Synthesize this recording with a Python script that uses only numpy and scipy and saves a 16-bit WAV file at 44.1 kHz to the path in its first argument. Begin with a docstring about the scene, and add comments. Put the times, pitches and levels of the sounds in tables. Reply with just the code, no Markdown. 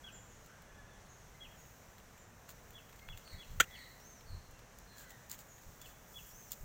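"""A quiet farmyard, where goat kids stand among dry fronds and straw.
Over a low rumble and a steady high hiss, birds chip and whistle in echoing trees and far fowl call.
A hand shifts on a phone with soft bumps and a faint rub, and dry stalks snap now and then.
Close by comes one loud, kiss-like smack: skin sticks and slips, making a small hollow ring."""
import sys
import numpy as np
from scipy import signal
from scipy.fft import rfft, irfft, next_fast_len
from scipy.io import wavfile
from scipy.ndimage import map_coordinates

SR = 44100
rng = np.random.default_rng(int(sys.argv[2]) if len(sys.argv) > 2 else 0)


def transcribe(u):
    """Save the signal u as a 16-bit wav file named by the first command-line argument.

    u: samples, shape (n,) or (channels, n), limited to [-1, 1]; the rate is SR.
    q: integer samples, one column per channel.
    """
    v = np.clip(np.atleast_2d(u).T, -1, 1)
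    q = np.round(v * 32767).astype(np.int16)
    wavfile.write(sys.argv[1], SR, q)


N = 292824
T = np.arange(N) / SR


def amp(db):
    """Turn decibels into a number to multiply by."""
    return 10 ** (np.asarray(db) / 20)


def unit(x):
    """Scale a sound to an average (rms) size of 1."""
    return x / np.sqrt(np.mean(x ** 2) + 1e-20)


def add(track, start, x):
    """Mix x into the track, beginning at start seconds."""
    part = track[round(start * SR):][:len(x)]
    part += x[:len(part)]


def colour(x, points, size=16384):
    """Shape the lows and highs along (Hz, dB) points; white noise keeps its overall level."""
    hz, db = np.transpose(points)
    gain = amp(np.interp(np.log(np.fft.rfftfreq(size, 1 / SR) + 1), np.log(hz), db))
    # build the filter so that it rings only after a sound, never before
    cepstrum = irfft(np.log(np.maximum(gain, 1e-5)))
    cepstrum[1:size // 2] *= 2
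    cepstrum[size // 2 + 1:] = 0
    response = irfft(np.exp(rfft(cepstrum)))
    return signal.fftconvolve(x, response / np.linalg.norm(response))[:len(x)]


def wobble(rate):
    """A smooth curve through rate random values a second."""
    return map_coordinates(rng.standard_normal(int(N * rate / SR) + 4), [T * rate])


def crackle(rate, spread_db):
    """Noise that comes in tiny clumps."""
    return unit(rng.standard_normal(N) * amp(spread_db * wobble(rate)))


def swell(length):
    """A smooth rise and fall lasting length seconds."""
    return np.sin(np.linspace(0, np.pi, int(length * SR)))


# tone of the distant rumble: f/Hz, relative level/dB
RUMBLE_TONE = [(12, -24), (20, -0.5), (54, 0.5), (77, -5), (109, -2), (163, -6), (192, -6.5), (318, -15),
               (474, -11.5), (585, -11.5), (1190, -15), (1740, -15.5), (3000, -25.5), (3900, -47),
               (6600, -120)]
# tone of the high background hiss: f/Hz, relative level/dB
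HISS_TONE = [(1760, -31.5), (3000, -4), (3860, -3), (4800, -6), (5250, -3), (5960, 3), (8640, -7),
             (9600, -11.5), (13600, -12), (15000, -16), (16000, -14)]

def yard():
    """A far-off rumble slowly eases under a steady high hiss, coloured by the microphone."""
    rumble = amp(-58.5 - 0.16 * T + 0.25 * wobble(7.1)) * unit(colour(rng.standard_normal(N), RUMBLE_TONE))
    hiss = amp(-68 + 0.81 * wobble(10)) * unit(colour(rng.standard_normal(N), HISS_TONE))
    return rumble + hiss


def tree_echo(x, fade_s, build_s):
    """Trunks and leaves scatter a sound into echoes that build up, then drop 60 dB in fade_s."""
    t = np.arange(SR) / SR
    tail = rng.standard_normal(SR) * amp(-60 * t / fade_s) * (1 - np.exp(-t / build_s))
    return signal.fftconvolve(x, tail / np.linalg.norm(tail))[:len(x)]


def bird_note(hz, rasp, octave_db):
    """A pure note plus a weak one an octave up; rasp shakes the pitch to make it hoarse."""
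    flutter = map_coordinates(rng.standard_normal(len(hz)), [np.arange(len(hz)) * 600 / SR])
    phase = 2 * np.pi * np.cumsum(hz * (1 + rasp * flutter)) / SR
    return np.sqrt(2) * (np.sin(phase) + amp(octave_db) * np.sin(2 * phase))


def glide(length, hz, fall, rasp, arch=0):
    """A swelling note that slides down (up if fall is negative); arch lowers both its ends."""
    loudness = np.sqrt(np.abs(swell(length)))
    position = np.linspace(-1, 1, len(loudness))
    pitch = hz * (1 - fall * position / 2 - arch * position ** 2)
    return loudness * bird_note(pitch, rasp, octave_db=-13)


# high peeps of tiny birds: t/s, f/Hz, relative level/dB
PEEP_CALLS = [(.12, 7240, -53.5), (.28, 6660, -63.5), (1.082, 6520, -59.5), (1.567, 6710, -60),
              (2.173, 7130, -63), (5.48, 6700, -58.5)]
# falling chirps: t/s, f/Hz, fall/share of pitch, relative level/dB
CHIRP_CALLS = [(.865, 3450, 0.145, -70), (1.022, 4110, .22, -76), (3.246, 4220, .13, -56),
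               (3.745, 4250, .16, -56.5), (4.259, 4260, .14, -60), (4.507, 2720, 0.026, -69.5),
               (4.868, 4170, 0.05, -62.5)]
# fowl cries and clucks: t/s, length/s, f/Hz, fall/share of pitch, relative level/dB, rasp/share of pitch
FOWL_CALLS = [(.028, 0.095, 1550, -.08, -61, 0.045), (.46, 0.11, 1476, -.11, -60, .07),
              (.6, .28, 1713, -.02, -62.5, .015), (1.344, 0.023, 2066, 0, -59, 0.019),
              (3.014, 0.028, 2130, -0.012, -56.5, .01), (3.317, 0.039, 1990, 0, -56, 0.057),
              (3.649, 0.22, 1977, .02, -55.5, 0.065), (4.9, 0.19, 1622, 0.2, -60.5, 0.04),
              (5.022, 0.2, 1903, .23, -62, .02)]

def far_birds():
    """Distant peeps, chirps and clucks arrive with about as much echo as direct sound."""
    calls = np.zeros(N)
    for start, hz, db in PEEP_CALLS:
        add(calls, start, amp(db) * glide(length=0.067, hz=hz, fall=0.066, rasp=0.0247))
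    for start, hz, fall, db in CHIRP_CALLS:
        rasp = .039 * amp(db + 57.5)  # softer chirps are purer
        add(calls, start, amp(db) * glide(length=.11, hz=hz, fall=fall, rasp=rasp))
    for start, length, hz, fall, db, rasp in FOWL_CALLS:
        add(calls, start, amp(db) * glide(length, hz, fall, rasp, arch=0.0225))
    # the air soaks up the highest treble on the way
    calls = signal.sosfilt(signal.butter(8, 9600, fs=SR, output="sos"), calls)
    return amp(-5.5) * calls + amp(-5.0) * tree_echo(calls, fade_s=0.86, build_s=0.004)


def song(calls, bend, shape_db, rasp):
    """One bird repeats its call, its pitch times bend; leaves in the way make the level flutter."""
    notes = np.zeros(N)
    soft_ends = signal.windows.tukey(len(bend), .33)
    for start, hz, db in calls:
        add(notes, start, amp(db + shape_db) * soft_ends * bird_note(hz * bend, rasp, octave_db=-42))
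    return notes * amp(1.7 * wobble(120))


# thin whistles: t/s, top f/Hz, relative level/dB
WHISTLE_CALLS = [(3.975, 6400, -60.5), (6.278, 6400, -62)]

def whistling_bird(scoop_s=.11, sink_s=0.15, fade_db_per_s=84):
    """A near bird's whistle dips, climbs back to its loudest point, then sinks away."""
    t = np.arange(-scoop_s, sink_s, 1 / SR)
    scoop = 0.13 * np.sin(np.pi * np.clip(1 + t / scoop_s, 0, 1) ** 0.62) ** 2
    sink = 0.27 * (np.maximum(t, 0) / sink_s) ** 2
    whistles = song(WHISTLE_CALLS, 1 - scoop - sink, -fade_db_per_s * np.abs(t), rasp=0.0015)
    return amp(0.1) * whistles + amp(-5.5) * tree_echo(whistles, fade_s=0.35, build_s=0.0092)


# short, hooked chips: t/s, starting f/Hz, relative level/dB
CHIP_CALLS = [(.033, 3327, -52), (1.398, 3320, -50.5), (2.732, 3380, -56), (3.076, 3380, -54),
              (3.376, 3387, -55), (3.703, 3410, -54), (5.803, 3425, -55), (6.135, 3386, -51.5)]

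def chipping_bird(hold_s=0.031, slide_s=0.042, fade_db_per_s=180):
    """A near bird holds a note, then hooks it downward, loudest at the bend."""
    t = np.arange(-hold_s, slide_s, 1 / SR)
    slide = 0.27 * np.sin(np.pi / 2 * np.maximum(t, 0) / slide_s) ** 2
    chips = song(CHIP_CALLS, 1 - slide, -fade_db_per_s * np.abs(t), rasp=.011)
    early_echo = amp(-4) * tree_echo(chips, fade_s=0.09, build_s=0.002)
    late_echo = amp(-9.5) * tree_echo(chips, fade_s=0.62, build_s=0.032)
    return amp(-5.5) * chips + early_echo + late_echo


# jolts of the phone in the hand: t/s, length/s, level/dB
JOLTS = [(3.056, 0.13, -49), (3.318, 0.084, -46), (3.462, 0.21, -44.5), (4.245, 0.18, -47.5),
         (4.328, 0.035, -42.5), (4.43, 0.17, -59.5), (5.652, 0.06, -53.5), (6.6, 0.068, -45.5)]
# dull tone of a jolt: f/Hz, relative level/dB
JOLT_TONE = [(12, -30.5), (20, 11.5), (48, -2.5), (99, -0.5), (191, -14), (278, -40), (400, -29),
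             (520, -47), (880, -120)]
# how strongly the hand rubs: t/s, relative level/dB
RUB_LEVELS = [(0.0, -75), (0.89, -83.5), (1.68, -70), (2.25, -77.5), (2.72, -71), (2.83, -73), (3.9, -68),
              (4.62, -79.5), (4.86, -75), (5.12, -71.5), (5.69, -69), (6.12, -70), (6.31, -64), (6.64, -64)]
# hissy tone of skin on the case: f/Hz, relative level/dB
RUB_TONE = [(2940, -45), (5000, -17), (6960, -6), (8880, -18), (10600, -18.5), (12800, -13.5),
            (15100, -3.5), (16000, -16)]

def hand_on_phone():
    """Low bumps travel through the phone's body while skin hisses over its case."""
    push = np.zeros(N)
    for start, length, db in JOLTS:
        add(push, start, amp(db) * swell(length))
    times, rub_db = np.transpose(RUB_LEVELS)
    drag = amp(np.interp(T, times, rub_db) + 2.5)
    finger_slide = amp(-64) * np.sqrt(np.abs(swell(length=0.25)))
    add(drag, 6.08, finger_slide)
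    rub = colour(drag * crackle(rate=700, spread_db=1.5), RUB_TONE)
    bumps = push * unit(colour(rng.standard_normal(N), JOLT_TONE))
    return bumps + rub


# dry stalks breaking: t/s, relative level/dB, extra level of the dull part/dB, rustle length/s
BREAKS = [(2.4915, -35.5, -3, 0.055), (2.7064, -47, -15, 0.006), (3.0881, -47, 12.5, 0),
          (3.1749, -42.5, 4, 0.024), (4.787, -39, -22, 0.0037), (4.9828, -38, -22, 0.12),
          (5.095, -47.5, -15, 0.057), (5.2975, -31.5, -22, 0), (5.3149, -26, -23, 0.077),
          (5.39, -37.5, -22, 0.059), (5.6226, -44, -20, 0), (5.8157, -36.5, -14, 0.023),
          (5.86, -45, -14, 0.11), (6.508, -39.5, -22, 0), (6.5189, -23, -34, 0.042)]
# crisp tone of straw: f/Hz, relative level/dB
CRISP_TONE = [(1760, -48), (3000, -19), (3380, -6.5), (3830, -11.5), (4200, -5.5), (5840, -9), (7050, 3),
              (9530, -13.5), (11800, -9.5), (15100, 1), (16000, -2.5)]
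# duller tone of a stalk's body: f/Hz, relative level/dB
BODY_TONE = [(400, -35), (900, 2.5), (2400, 2), (4200, -1), (6000, -28)]

def dry_straw(splinter_s=.012, splinter_db=-11):
    """Stalks snap, then splinter more softly, most inside a short rustle: crisp on top, dull below."""
    crisp, body = np.zeros(N), np.zeros(N)
    t = np.arange(SR // 5) / SR
    snap = amp(-60 * t / 0.0042) + amp(-8.5 - 60 * t / 0.023)  # a sharp edge and a weaker tail
    for start, db, body_db, length in BREAKS:
        for lag, step_db in [(0, 0), (splinter_s, splinter_db)]:
            add(crisp, start + lag, amp(db + step_db - 8) * snap)
            add(body, start + lag, amp(db + step_db + body_db - 10.5) * snap)
        rustle = amp(-41.3 + .4 * db) * swell(length)  # louder breaks rustle more
        rustle_start = start - .29 * length
        add(crisp, rustle_start, rustle)
        add(body, rustle_start, amp(-9.5) * rustle)
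    # faint stray ticks as the goats shift and nibble
    for when, size, dullness in rng.random((40, 3)):
        tick = amp(-69.0 + 12 * size - 60 * t / 0.046)
        add(crisp, when * N / SR, tick)
        add(body, when * N / SR, amp(1.5) * dullness * tick)
    crisp_sound = colour(crisp * crackle(rate=1200, spread_db=-0.5), CRISP_TONE)
    body_sound = colour(body * crackle(rate=900, spread_db=5.0), BODY_TONE)
    return crisp_sound + body_sound


# notes of the dull knock under the smack: f/Hz, relative level/dB
KNOCK_NOTES = [(140, -41), (360, -43), (500, -35)]
# ringing notes of the small hollow: f/Hz, relative level/dB, fade time/s
HOLLOW_NOTES = [(1374, 9.5, 0.029), (1530, -21.5, 0.015), (1830, -10, 0.03), (1910, -13, .018),
                (2240, -33, .018), (2720, -3, 0.019), (2960, -18, 0.027), (3160, 5, 0.027),
                (3760, -28, .016), (5820, -10, 0.031), (6080, -9, 0.042), (7040, -9, 0.014)]
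# broad tone of the smack: f/Hz, relative level/dB
SMACK_TONE = [(150, -30), (290, -9.5), (420, -5), (650, -9.5), (1000, -31.5), (1400, 10), (1900, -0.5),
              (3000, -4), (4000, -16), (5200, -31), (6500, -4.5), (8000, -12.5), (11000, -46.5),
              (13000, -11), (16000, -17)]

def smack(start=3.5997, length=.048):
    """Skin sticks and slips in ever faster jerks that ring a small hollow and end in a squeak."""
    t = np.arange(int(length * SR)) / SR
    squeak_at_s, quicken_s = .0285, .004
    squeak_jump_hz = 1746 / (1 + np.exp((squeak_at_s - t) / quicken_s))
    slip_hz = 657 + 9000 * t + squeak_jump_hz
    slip_hz *= 1 + .04 * wobble(700)[:len(t)]  # the slipping is uneven
    # the skin peels softly, pushes fully, then lets go, leaving a little force for the squeak
    peel_until_s, hold_until_s, release_db_per_s = 0.0014, 0.0093, 2105
    push_db = np.where(t < peel_until_s, -16, -release_db_per_s * np.maximum(t - hold_until_s, 0))
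    squeak_db = -20 - 332 * t
    force = amp(np.maximum(push_db, squeak_db))
    slips = np.diff(np.ceil(np.cumsum(slip_hz) / SR), prepend=0)  # one click for each slip
    drag = amp(-20.5 + 130 * t) * rng.standard_normal(len(t))  # dragging skin adds more and more hiss
    jerks, knock = np.zeros(N), np.zeros(N)
    add(jerks, start, force * (slips * amp(.28 * rng.standard_normal(len(t))) + drag))
    # the same push gives a dull knock
    add(knock, start, force * sum(amp(db) * np.sin(2 * np.pi * hz * t) for hz, db in KNOCK_NOTES))
    t = np.arange(SR // 10) / SR
    ring = sum(amp(db - 60 * t / fade) * np.cos(2 * np.pi * hz * t) for hz, db, fade in HOLLOW_NOTES)
    ringing = signal.fftconvolve(jerks, ring / np.linalg.norm(ring))[:N]
    return amp(-5.0) * colour(jerks, SMACK_TONE) + amp(-8.8) * ringing + knock


def scene():
    """All the farmyard's sounds, added into one channel."""
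    background = yard() + chipping_bird() + whistling_bird() + far_birds()
    return (background + dry_straw() + hand_on_phone() + smack())[None]


def record(dry, top_hz=16050):
    """The phone keeps no sound higher than top_hz."""
    size = next_fast_len(N + SR // 2)
    kept = np.fft.rfftfreq(size, 1 / SR) < top_hz
    return irfft(rfft(dry, size) * kept, size)[..., :N]


dry = scene()
out = record(dry)
transcribe(out)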